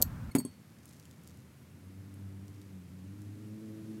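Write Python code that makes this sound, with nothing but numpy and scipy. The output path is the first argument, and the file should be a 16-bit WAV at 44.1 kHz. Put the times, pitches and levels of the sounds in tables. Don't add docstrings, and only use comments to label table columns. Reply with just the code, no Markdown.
import sys
import numpy as np
from scipy import signal
from scipy.fft import rfft, irfft
from scipy.io import wavfile

SR = 44100
rng = np.random.default_rng(int(sys.argv[2]) if len(sys.argv) > 2 else 0)


def output_pcm(signal):
    pcm = np.clip(np.atleast_2d(signal).T, -1, 1) * 32767
    wavfile.write(sys.argv[1], SR, np.round(pcm).astype(np.int16))


N = 176400
ROOM_T60_S = 0.048


def from_db(db):
    return 10 ** (np.asarray(db) / 20)


def unit_rms(x):
    return x / np.sqrt(np.mean(x ** 2) + 1e-20)


def in_time(rows):
    times, *columns = np.transpose(rows)
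    return [np.interp(np.arange(N) / SR, times, column) for column in columns]


def noise(spectrum):
    hz, db = np.transpose(spectrum)
    bins = np.maximum(np.fft.rfftfreq(N, 1 / SR), 1)
    gain = from_db(np.interp(np.log(bins), np.log(hz), db))
    return unit_rms(irfft(rfft(rng.standard_normal(N)) * gain, N))


def drift(corner_hz):
    attenuation = 1 + (np.fft.rfftfreq(N, 1 / SR) / corner_hz) ** 2
    return unit_rms(irfft(rfft(rng.standard_normal(N)) / attenuation, N))


def impulses(times, db):
    train = np.zeros(N)
    np.add.at(train, np.clip(np.asarray(times) * SR, 0, N - 1).astype(int), from_db(db))
    return train


def decay(x, t60):
    return signal.lfilter([1], [1, -np.exp(-np.log(1000) / (t60 * SR))], x + 1e-18)


def mode(x, hz, t60):
    r = np.exp(-np.log(1000) / (t60 * SR))
    w = 2 * np.pi * hz / SR
    return signal.lfilter([0, np.sin(w)], [1, -2 * r * np.cos(w), r * r], x + 1e-18)


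def resonance(x, hz, width_hz):
    r = np.exp(-np.pi * width_hz / SR)
    feedback = [1, -2 * r * np.cos(2 * np.pi * hz / SR), r * r]
    return signal.lfilter(np.array([1, 0, -1]) * (1 - r * r) / 2, feedback, x + 1e-18)


def reverberate(x, wet_db, t60):
    t = np.arange(SR // 2) / SR
    tail = rng.standard_normal(len(t)) * np.exp(-np.log(1000) * t / t60) * (t > .005)
    return x + from_db(wet_db) * signal.fftconvolve(x, tail / np.sqrt(np.sum(tail ** 2)))[:N]


# f/Hz, relative density/dB
HUM_SPECTRUM = [(20, -68.5), (65, -16), (88, -1), (145, 0.5), (260, -6.5), (350, -13.5), (750, -23.5),
                (1300, -24.5), (2200, -26), (3300, -31.5), (6000, -34), (13000, -34.5), (16000, -43)]
def room_hum():
    return from_db(-55.5) * noise(HUM_SPECTRUM)


# t/s, f/Hz
FIRING_RATE = [(1.65, 81.96), (1.88, 93.7), (2.05, 97.84), (2.3, 97.04), (2.62, 99.3), (2.87, 88.36),
               (3.03, 94.14), (3.15, 101.1), (3.62, 108.2), (3.76, 107.5), (4, 107.7)]
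# t/s, then level/dB of each
LOW_ORDERS = [(0.8, -70, -69, -78), (1.7, -64, -73.5, -72.5), (1.95, -52, -56.5, -59.5),
              (2.12, -50, -59.5, -62.5), (2.25, -44.5, -53.5, -63), (2.42, -50, -50, -60),
              (2.6, -52, -75, -61), (2.75, -50, -49.5, -63.5), (2.92, -55, -50, -63),
              (3.03, -53.5, -48.5, -65), (3.16, -48, -57.5, -55.5), (3.3, -47, -58, -56),
              (3.52, -52, -51, -54), (3.66, -54.5, -47.5, -49), (3.9, -51, -51, -51.5)]
UPPER_ORDERS = [-13, -19.5, -28.5]
# t/s, level/dB
EXHAUST_LEVEL = [(1.7, -69), (2.2, -61.5), (2.9, -63.5), (3.5, -57), (4, -53.5)]
# f/Hz, relative density/dB
EXHAUST_SPECTRUM = [(50, -29.5), (100, -14), (200, 5.5), (320, -0.5), (480, -15.5), (800, -22.5),
                    (12000, -33), (16000, -47)]
def distant_engine():
    jitter, flutter_db, flutter_hz = 0.0079, 2, 10.96
    firing_hz, = in_time(FIRING_RATE)
    phase = 2 * np.pi * np.cumsum(firing_hz * (1 + jitter * drift(flutter_hz))) / SR
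    levels = in_time(LOW_ORDERS)
    levels += [levels[-1] + db for db in UPPER_ORDERS]
    drone = 0
    for order, db in enumerate(levels, 1):
        amplitude = np.sqrt(2) * from_db(db + flutter_db * drift(flutter_hz))
        drone += amplitude * np.sin(order * phase + 2 * np.pi * rng.random())
    return drone + from_db(in_time(EXHAUST_LEVEL)[0]) * noise(EXHAUST_SPECTRUM)


# t/s, relative level/dB, centre f/Hz
CREASE_FLIPS = [(0.8556, -46.5, 9000), (0.877, -59, 9000), (0.8919, -50.5, 10100), (0.9264, -52.5, 5970),
                (0.933, -52, 6000), (0.9977, -47, 5900), (1.054, -50.5, 5170), (1.111, -49.5, 5500),
                (1.236, -54.5, 10000), (1.2748, -46.5, 8000), (1.373, -55, 9000), (2.1408, -53, 11000),
                (2.481, -52.5, 3000), (2.616, -53.5, 4500), (3.218, -52.5, 7040)]
# t/s, level/dB
CRINKLE_LEVEL = [(0.72, -78.5), (0.92, -68), (1.12, -72.5), (1.19, -77), (1.29, -69.5), (1.45, -79),
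                 (2.4, -92), (2.52, -76), (2.8, -81)]
def plastic_sheet():
    tick_gain_db, grains_per_s, spread_db = 2.5, 830, 5
    grit = rng.standard_normal(N)
    ticks = 0
    for onset, db, hz in CREASE_FLIPS:
        envelope = decay(impulses([onset], [db + tick_gain_db]), t60=0.015)
        ticks += resonance(grit * envelope, hz, width_hz=7600)
    sizes = from_db(spread_db * np.minimum(rng.exponential(1, N), 4)) * rng.choice([-1, 1], N)
    occurs = rng.random(N) < grains_per_s / SR
    grains = resonance(sizes * occurs, hz=5350, width_hz=4200)
    crinkle = from_db(in_time(CRINKLE_LEVEL)[0]) * unit_rms(grains)
    return reverberate(ticks + crinkle, wet_db=-12, t60=ROOM_T60_S)


# t/s, level/dB
HAND_BUMPS = [(0.0038, -31.5), (0.012, -26), (0.0297, -29)]
# t/s, rumble level/dB, rubbing level/dB
DRAG_LEVELS = [(0, -35.5, -58), (0.08, -42, -55), (0.13, -39, -56), (0.3, -41, -56.5), (0.33, -75, -87),
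               (0.4, -110, -110)]
# f/Hz, relative density/dB
RUMBLE_SPECTRUM = [(25, -32), (42, 5), (63, 2.5), (140, 3), (210, -2), (330, -16.5), (460, -63),
                   (1000, -48)]
RUB_SPECTRUM = [(200, 3), (500, 0), (1400, 3), (2200, -8), (3500, -17.5), (6000, -21.5), (16000, -29)]
def cloth_drag():
    rumble_db, rub_db = in_time(DRAG_LEVELS)
    bumps = mode(impulses(*np.transpose(HAND_BUMPS)), hz=580, t60=0.0083)
    return bumps + from_db(rumble_db) * noise(RUMBLE_SPECTRUM) + from_db(rub_db) * noise(RUB_SPECTRUM)


SQUEAK_HARMONICS = [0, -1, -14, -2.5, -5, -5]
def steel_squeak():
    centre_s, width_s, slip_hz, jitter = 0.3185, 0.0055, 2170, 0.0134
    t = np.arange(N) / SR - centre_s
    phase = 2 * np.pi * np.cumsum(slip_hz * (1 + jitter * drift(corner_hz=300))) / SR
    tone = sum(from_db(db) * np.sin(k * phase) for k, db in enumerate(SQUEAK_HARMONICS, 1))
    return from_db(-55.5) * np.exp(-(t / width_s) ** 2) * tone


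# t/s, relative level/dB of thud, crack and ring, part struck (0-2)
IMPACTS = [(0.351, -16, -22, -29, 0), (0.3576, -38, -28.5, -38, 0), (0.3656, -29.5, -42, -61, 0),
           (0.3842, -26, -57, -36, 1), (0.4009, -40, -34, -52, 1), (0.4499, -30.5, -43, -37, 2)]
# f/Hz, T60/s, relative level/dB when struck on jaws (0), one handle (1), the other (2)
STEEL_MODES = [(3267, 0.11, -19, -41, -25), (4440, 0.5, -28, -22.5, -38), (4530, 0.1, -32, -2, -22),
               (6580, 0.086, -17, -12, -17), (6820, 0.026, -4.5, 1, -27), (8140, 0.15, -9, -24, -8.5),
               (8210, 0.018, 3, -4, 3.5), (8400, 0.062, -22, 4, -20), (10350, 0.045, -2, 0, -20),
               (10510, 0.013, 2, -4, 6.5), (12500, 0.076, -15, -5, -27), (12600, 0.02, -8, -12, -10),
               (14000, 0.092, -9, -9, -29), (15540, .06, -16, -19, -32)]
# f/Hz, relative level/dB, T60/s
TABLE_MODES = [(123, -11.5, 0.12), (153, -16.5, 0.13), (198, -12.5, 0.24), (244.6, -4.5, 0.14),
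               (273, -4.5, 0.082), (320, -29, 0.028), (413, -15, 0.13), (500, -26, 0.038),
               (584, -19.5, 0.055), (657, -22, 0.061), (1045, -24.5, 0.072)]
# f/Hz, relative density/dB
CRACK_SPECTRUM = [(100, -25), (400, -10), (600, 10), (740, -2), (950, 8), (1400, -4), (2300, -2.5),
                  (2800, -12.5), (5300, -15.5), (9000, -12), (16000, -14)]
def nippers_set_down():
    times, thud_db, crack_db, ring_db, part = np.transpose(IMPACTS)
    steel = 0
    for hz, t60, *part_db in STEEL_MODES:
        strikes = impulses(times, ring_db + np.array(part_db)[part.astype(int)])
        steel += mode(strikes, hz, t60) - mode(strikes, hz, t60=0.0055)
    force = impulses(times, thud_db)
    thud = 0
    for hz, db, t60 in TABLE_MODES:
        polarity = 1 if hz > 360 else -1
        thud += polarity * from_db(db) * mode(force, hz, t60)
    thud = signal.sosfilt(signal.butter(2, 132, "high", fs=SR, output="sos"), thud)
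    hits = impulses(times, crack_db)
    envelope = decay(hits, t60=0.015) + from_db(-13) * decay(hits, t60=0.072)
    crack = noise(CRACK_SPECTRUM) * envelope / 2
    return reverberate(steel + thud + crack, wet_db=-10, t60=ROOM_T60_S)


# t/s, relative level/dB
FRACTURES = [(0.0164, -10.5), (0.0227, -8), (0.0237, -2), (0.0255, -22), (0.0278, -14.5)]
# f/Hz, bandwidth per filter stage/Hz, relative level/dB
CHIP_RESONANCES = [(4630, 1030, 2.5), (7160, 1300, 6), (7720, 890, -0.5), (8340, 220, -3.5),
                   (10400, 520, -2), (12160, 320, 3.5), (12500, 700, 2), (15000, 2200, -3)]
def chip_snap():
    bursts = decay(impulses(*np.transpose(FRACTURES)), t60=0.0078) * rng.standard_normal(N)
    body = 0
    for hz, width_hz, db in CHIP_RESONANCES:
        band = resonance(resonance(bursts, hz, width_hz), hz, width_hz)
        body += from_db(db) * np.sqrt(SR / width_hz) * band
    return reverberate(from_db(-15.5) * body / 2, wet_db=-21.5, t60=0.11)


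def scene():
    nippers = chip_snap() + nippers_set_down() + cloth_drag() + steel_squeak()
    return (nippers + plastic_sheet() + distant_engine() + room_hum())[None]


def record(dry):
    return signal.sosfilt(signal.ellip(10, .1, 80, 16000, fs=SR, output="sos"), dry)


dry = scene()
out = record(dry)
output_pcm(out)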